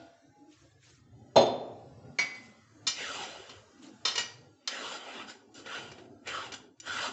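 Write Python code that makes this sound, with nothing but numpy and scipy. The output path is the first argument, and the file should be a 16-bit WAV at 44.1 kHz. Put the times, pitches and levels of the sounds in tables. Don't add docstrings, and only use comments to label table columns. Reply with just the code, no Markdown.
import sys
import numpy as np
from scipy import signal
from scipy.io import wavfile
from scipy.ndimage import uniform_filter1d

SR = 44100
rng = np.random.default_rng(int(sys.argv[2]) if len(sys.argv) > 2 else 0)


def wav_record(signal):
    frames = np.transpose(np.atleast_2d(signal))
    bounded = np.clip(frames, -1, 1)
    quanta = np.round(bounded * 32767).astype(np.int16)
    wavfile.write(sys.argv[1], SR, quanta)


N = 313992

# (frequency [Hz], level [dB], t60 [s])
POT_MODES = [(461, -8.5, 0.15), (959, -17, 0.35), (1443, -12, 0.22), (1896, -6, 0.26), (2350, -4, 0.3),
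             (2894, -2.5, 0.25), (3820, -5.5, 0.047), (4120, -12.5, 0.13), (4700, -14.5, 0.74),
             (5900, -10.5, 0.73), (7079, -2.5, 0.11)]
LADLE_MODES = [(1055, -11, 0.2), (1298, -10, 0.25), (3090, -10.5, 0.5), (3650, -2, 0.15), (4145, -3, 0.3),
               (5017, -5, 0.11), (5313, -6, 0.3), (6170, -10, 0.2)]
PAN_MODES = [(119, -13.5, 0.7), (264, -12.5, 1), (423, -6, 0.5), (549, -3, 0.7), (628, 5, 0.12),
             (660, -4, 0.8), (779, -6.5, 0.98), (952, -9, 0.4), (3144, -17, 0.5), (3553, -7.5, 0.65),
             (4124, -11, 0.55), (4926, -21, 0.45), (5426, -17.5, 0.27), (6487, -15, 0.35), (7424, -27, 0.3)]
DISH_MODES = [(2033, 1, 0.72), (2248, 7.5, 0.39), (2780, -13.5, 0.25), (4300, -3, 0.19), (4780, -8, 0.45),
              (5770, -6.5, 0.29), (6420, -9.5, 0.34)]
FAINT_VESSEL_MODES = [(678, -53, 0.96), (320, -49.5, 0.28), (1430, -60.5, 0.56)]
# (frequency [Hz], level [dB per Hz])
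POT_CROWD_TONE = [(60, -49), (170, -14), (1200, -3), (2500, 0.5), (5000, 5), (7500, -3)]
PAN_CROWD_TONE = [(60, -32), (150, -8), (680, 4), (1500, -23), (3500, -18.5), (8000, -45.5)]
DISH_CROWD_TONE = [(60, -43), (170, -15), (1000, -11), (2300, -5.5), (7000, -18)]
# (frequency [Hz], t60 [s])
RING_TIMES = [(100, 0.94), (600, 1), (2000, 0.68), (8000, 0.52)]
# (time [s], level [dB], hardness [dB per octave], ladle over pot [dB], share of free t60)
LADLE_KNOCKS = [(2.8672, -20, 0.5, 20, 0.37), (2.8734, -15.5, 5.5, 1, 0.8), (3.4929, -39.5, -3.5, 8, 0.37),
                (4.0506, -15, -1, 8, 0.8), (4.0775, -21, -1.5, 6.5, 0.99), (4.154, -24, -0.5, -1.5, 0.47),
                (4.1775, -18, -0.5, -23.5, 0.47), (4.191, -23.5, -1, -23.5, 0.94), (4.206, -33, -3, -21, 1),
                (4.6741, -22.5, 0.5, 16, 0.22), (5.5417, -45, 9, -3.5, 0.57), (5.659, -40, -5, -10, 0.36),
                (5.9147, -45, -1, -10.5, 0.22), (5.981, -46, -7, -13, 0.24), (6.2713, -35, 0.5, -22, 0.42),
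                (6.5189, -34.5, -2.5, -14, 0.29), (6.7998, -33.5, 9, -10, 0.13)]
# (start [s], length [s], landing time [s], first pressure [dB],
# last pressure [dB], grit above 3.5 kHz [dB], first pitch of the free iron [Hz], last pitch [Hz])
LADLE_STROKES = [(2.992, 0.26, 0.084, -43, -43.5, -3, 2220, 730),
                 (3.299, 0.29, 0.18, -48, -61.5, -5, 660, 510),
                 (4.71, 0.25, 0.027, -43.5, -43, -5, 2160, 796),
                 (5.039, 0.18, 0.28, -47.5, -45, -11, 642, 1194),
                 (5.286, 0.014, 0.035, -52.5, -49, 0, 1490, 1680),
                 (5.554, 0.045, 0.0089, -59, -57, 4, 1470, 1330),
                 (5.669, 0.095, 0.033, -47.5, -38.5, -10.5, 1530, 1350),
                 (5.781, 0.27, 0.019, -46, -68.5, -6.5, 900, 685),
                 (6.275, 0.19, 0.019, -39.5, -44.5, -9, 2150, 852),
                 (6.542, 0.013, 0.01, -43, -57, 4.5, 1490, 1510),
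                 (6.875, 0.19, 0.045, -43.5, -36, -4, 1570, 1240)]
# (time [s], level [dB])
PAN_HITS = [(1.3572, -22), (1.3615, -12.5), (1.409, -26.5), (1.464, -35)]
DISH_HITS = [(2.1854, -14), (2.2294, -33), (2.3444, -39.5)]
# (time [s], level [dB], fade [s])
CLOTH_MOVES = [(0.531, -60.5, 0.21), (0.842, -57, 0.13), (2.37, -57.5, 0.17), (3.831, -52, 0.063)]
# (time [s], rumble [dB], simmer [dB], hiss [dB])
ROOM_LEVELS = [(0, -70.5, -64.5, -65.5), (0.698, -65, -64, -69), (1.101, -58, -61.5, -68),
               (2.3, -62, -57, -64), (3.699, -61, -62.5, -62), (3.876, -63, -58.5, -60),
               (4.599, -68.5, -61.5, -68), (5.45, -74, -58.5, -68), (6.128, -60.5, -55.5, -67),
               (6.75, -58, -60.5, -72.5)]
ROOM_EDGES_HZ = [0, 200, 900, SR]
# (frequency [Hz], level [dB per Hz])
SCRAPE_TONE = [(120, -21), (260, -7), (600, -9), (1250, -9), (2100, -13), (2900, -9), (3900, -11),
               (6500, -14.5)]
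SLOSH_TONE = [(150, -9.5), (270, -0.5), (550, -5), (900, 2.5), (1500, -28)]
CLOTH_TONE = [(450, -15), (1500, -9.5), (2500, -8.5), (6000, -10)]
ROOM_TONE = [(20, -38.5), (60, -14), (120, -0.5), (195, -17), (290, -17.5), (560, -29.5), (1000, -29.5),
             (1400, -25.5), (2500, -37), (5000, -35.5)]


def knocks():
    out = np.zeros(N)
    for start, db, hardness_db, ladle_db, share in LADLE_KNOCKS:
        pot = ring(POT_MODES, hardness_db, share)
        ladle = amp(ladle_db) * ring(LADLE_MODES, hardness_db, share)
        dense = amp(5 - 11 * share) * crowd(POT_CROWD_TONE, hardness_db, .75 * share)
        add(out, start, blow(pot + ladle, dense, db))
    return out


def scrapes(slips_per_s=7000, grit_hz=3500):
    sizes = amp(0.76 * np.minimum(rng.exponential(1, N), 4))
    slips = sizes * rng.choice([-1, 1], N) * (rng.random(N) < slips_per_s / SR)
    modes = [(hz, 0, t60) for hz, _, t60 in POT_MODES + LADLE_MODES]
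    damped = ring(modes, hardness_db=-1.5, share=0.077)[:SR // 4]
    friction = unit_rms(slips) + amp(-6.5) * unit_rms(signal.fftconvolve(slips, damped)[:N])

    def stroke_db(hz, t):
        treble, power = 1 / (1 + (grit_hz / (hz + 1)) ** 6), 1e-20
        for start, length, land, first_db, last_db, grit_db, first_hz, last_hz in LADLE_STROKES:
            free_hz = np.exp(np.interp(t, [start, start + length], np.log([first_hz, last_hz])))
            octaves = np.log2((hz + 1) / free_hz)
            resonance_db = 9 * np.exp(-(octaves / .33) ** 2)
            press_db = pressure(t, start, length, land, first_db, last_db)
            power = power + amp(press_db + (grit_db + 4.5) * treble + resonance_db) ** 2
        return curve(SCRAPE_TONE, hz) + 10 * np.log10(power) + 3 * blotches(hz, t, wide=2, long=14)
    return amp(13.5) * shaped(friction, stroke_db, size=512)


def pressure(t, start, length, land, first_db, last_db, climb_db=20, lift_db_per_s=293.5):
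    held = np.interp(t, [start, start + length], [first_db, last_db])
    landing = climb_db * np.maximum(start - t, 0) / max(land, .004)
    lifting = lift_db_per_s * np.maximum(t - start - length, 0)
    return held - landing - lifting


def slosh(lag_s=0.12):
    t, pole = np.arange(N) / SR, np.exp(-1 / (lag_s * SR))
    push = sum(amp(pressure(t, *stroke[:5])) for stroke in LADLE_STROKES)
    heave = signal.lfilter([1 - pole], [1, -pole], push)
    wet = rng.standard_normal(N) + amp(2.5) * gurgles()
    lumpy_db = lambda hz, t: curve(SLOSH_TONE, hz) + 3.5 * blotches(hz, t, wide=2, long=4)
    return amp(-11.5) * heave * unit_rms(shaped(wet, lumpy_db, size=1024))


def gurgles(pitches=24, bursts_per_s=5):
    out, t = 0, np.arange(SR // 10) / SR
    for hz in np.geomspace(250, 1600, pitches):
        glide = np.sin(2 * np.pi * hz * t * (1 + 1.236 * t))
        bubble = glide * np.exp(-t * hz / 7.9) * (1 - np.exp(-t * hz))
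        bursts = amp(3.8 * np.minimum(rng.exponential(1, N), 2)) * (rng.random(N) < bursts_per_s / SR)
        out = out + signal.oaconvolve(bursts, bubble)[:N]
    return unit_rms(out)


def struck(hits, modes, tone, crowd_db, share, crack):
    out = np.zeros(N)
    for start, db in hits:
        add(out, start, blow(ring(modes), amp(crowd_db) * crowd(tone, share=share), db, crack))
    return out


def blow(clear, dense, db, crack=0.69, contact_s=0.002, crest_db=17):
    t = np.arange(SR) / SR
    ringing = clear / np.sqrt(np.mean(clear[:SR // 20] ** 2)) + dense
    envelope = (1 - np.exp(-t / contact_s)) * (1 + crack * np.exp(-t / 0.026))
    return amp(db - crest_db) * ringing * envelope


def ring(modes, hardness_db=0., share=0.98):
    hz, db, t60 = np.transpose(modes)[:, :, None]
    t, phase = np.arange(SR) / SR, rng.random((len(modes), 1))
    real, imag = uniform_filter1d(rng.standard_normal((2, len(modes), SR // 20)), 14) * np.sqrt(14 / 2)
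    flutter = 1 + 1.2 * hz / (hz + 2800) * np.repeat(real + 1j * imag, 20, axis=1)
    damped_t60 = np.clip(t60 * share, .02, 2600 / hz)
    fall = amp(db + hardness_db * np.log2(hz / 2000) - 60 * t / damped_t60)
    return (fall * (flutter * np.exp(2j * np.pi * (hz * t + phase))).imag).sum(0)


def crowd(tone, hardness_db=0., share=1.):
    def fall_db(hz, t):
        t60 = np.clip(share * curve(RING_TIMES, hz), .02, 2)
        return curve(tone, hz) + hardness_db * np.log2((hz + 50) / 2000) - 60 * t / t60
    dense = shaped(rng.standard_normal(SR), fall_db, size=512)
    return dense / np.sqrt(np.mean(dense[:SR // 20] ** 2))


def rustle(rise_share=0.18):
    t, swell = np.arange(N) / SR, 0
    for peak_s, db, fade_s in CLOTH_MOVES:
        width_s = np.where(t < peak_s, rise_share * fade_s, fade_s)
        swell = swell + amp(db) * np.exp(-((t - peak_s) / width_s) ** 2)
    cloth_db = lambda hz, t: curve(CLOTH_TONE, hz) + 3.5 * blotches(hz, t)
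    return swell * unit_rms(shaped(rng.standard_normal(N), cloth_db))


def walls(x):
    taps = rng.choice([-1., 1.], SR // 2) * (rng.random(SR // 2) < .05)
    taps[:200] = 0
    tail = shaped(taps, lambda hz, t: -60 * t / np.clip(0.63 * curve(RING_TIMES, hz), .05, 2))
    return signal.fftconvolve(x, tail / np.linalg.norm(tail))[:N]


def room_tone(drone_hz=121):
    t, out = np.arange(N) / SR, 0
    times, *levels = np.transpose(ROOM_LEVELS)
    rumble_db, simmer_db, hiss_db = (np.interp(t, times, db) for db in levels)
    slow = signal.butter(2, 6, fs=SR, output="sos")
    surge_db = 2.5 * unit_rms(signal.sosfilt(slow, rng.standard_normal(N)))
    bands_db = rumble_db + surge_db, simmer_db + surge_db, hiss_db
    for low, high, db, lumps_db in zip(ROOM_EDGES_HZ, ROOM_EDGES_HZ[1:], bands_db, (5, 4.5, 4)):
        def band_db(hz, t):
            lumpy_db = curve(ROOM_TONE, hz) + lumps_db * blotches(hz, t, wide=3, long=24)
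            return np.where((hz >= low) & (hz < high), lumpy_db, -200)
        out = out + amp(db) * unit_rms(shaped(rng.standard_normal(N), band_db, size=2048))
    waver = unit_rms(uniform_filter1d(rng.standard_normal(N), SR // 10))
    return out + amp(rumble_db - 14.5) * np.sin(2 * np.pi * drone_hz * t) * waver


def faint_vessel():
    out = np.zeros(N)
    add(out, 0, ring(FAINT_VESSEL_MODES) + amp(-59.5) * crowd(PAN_CROWD_TONE, hardness_db=4.9))
    return out


def hum(hz=830, start_s=0.3, stop_s=0.54, fade_db_per_s=22.5):
    t = np.arange(N) / SR
    gate = np.clip(np.minimum(t - start_s, stop_s - t) / 0.067, 0, 1)
    return gate * amp(-59.5 - fade_db_per_s * (t - start_s)) * np.sin(2 * np.pi * hz * t)


def suppressor(x, depth_db=-9, reach_db=7):
    spectrum = signal.stft(x, SR, nperseg=1024, noverlap=768)[2]
    level_db = 10 * np.log10(abs(uniform_filter1d(abs(spectrum) ** 2, size=9, axis=1)) + 1e-20)
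    over_db = level_db - np.percentile(level_db, 15, axis=1, keepdims=True)
    gain = amp(depth_db * np.clip(0.5 - over_db / reach_db, 0, 1))
    return signal.istft(spectrum * gain, SR, nperseg=1024, noverlap=768)[1][:N]


def amp(db):
    return 10 ** (np.asarray(db, float) / 20)


def unit_rms(x):
    return x / np.sqrt(np.mean(x ** 2) + 1e-20)


def curve(points, hz):
    points_hz, values = np.transpose(points)
    return np.interp(np.log(hz + 1), np.log(points_hz + 1), values)


def add(mix, start_s, sound):
    part = mix[round(start_s * SR):][:len(sound)]
    part += sound[:len(part)]


def shaped(x, field_db, size=256):
    frames = dict(fs=SR, nperseg=size, noverlap=size * 3 // 4)
    hz, t, spectrum = signal.stft(x, **frames)
    return signal.istft(spectrum * amp(field_db(hz[:, None], t)), **frames)[1][:len(x)]


def blotches(hz, t, wide=4, long=12):
    field = rng.standard_normal((len(t), len(hz))).T
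    return unit_rms(uniform_filter1d(uniform_filter1d(field, wide, 0), long, 1))


def scene():
    pan = struck(PAN_HITS, PAN_MODES, PAN_CROWD_TONE, crowd_db=2, share=1, crack=3.8)
    dish = struck(DISH_HITS, DISH_MODES, DISH_CROWD_TONE, crowd_db=-7.5, share=0.57, crack=1)
    close = pan + dish + knocks() + scrapes() + slosh()
    return (close + amp(-10) * walls(close) + rustle() + room_tone() + faint_vessel() + hum())[None]


def record(dry, bass_hz=65, treble_hz=7550, limit_hz=8500):
    mic = signal.sosfilt(signal.butter(3, bass_hz, "high", fs=SR, output="sos"), dry)
    mic = signal.sosfilt(signal.butter(20, treble_hz, fs=SR, output="sos"), mic)
    band_limit = signal.firwin(601, limit_hz, window=("kaiser", 9), fs=SR)
    limited = signal.oaconvolve(suppressor(mic[0])[None], band_limit[None], "same")
    return limited + amp(-101) * rng.standard_normal(dry.shape)


dry = scene()
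out = record(dry)
wav_record(out)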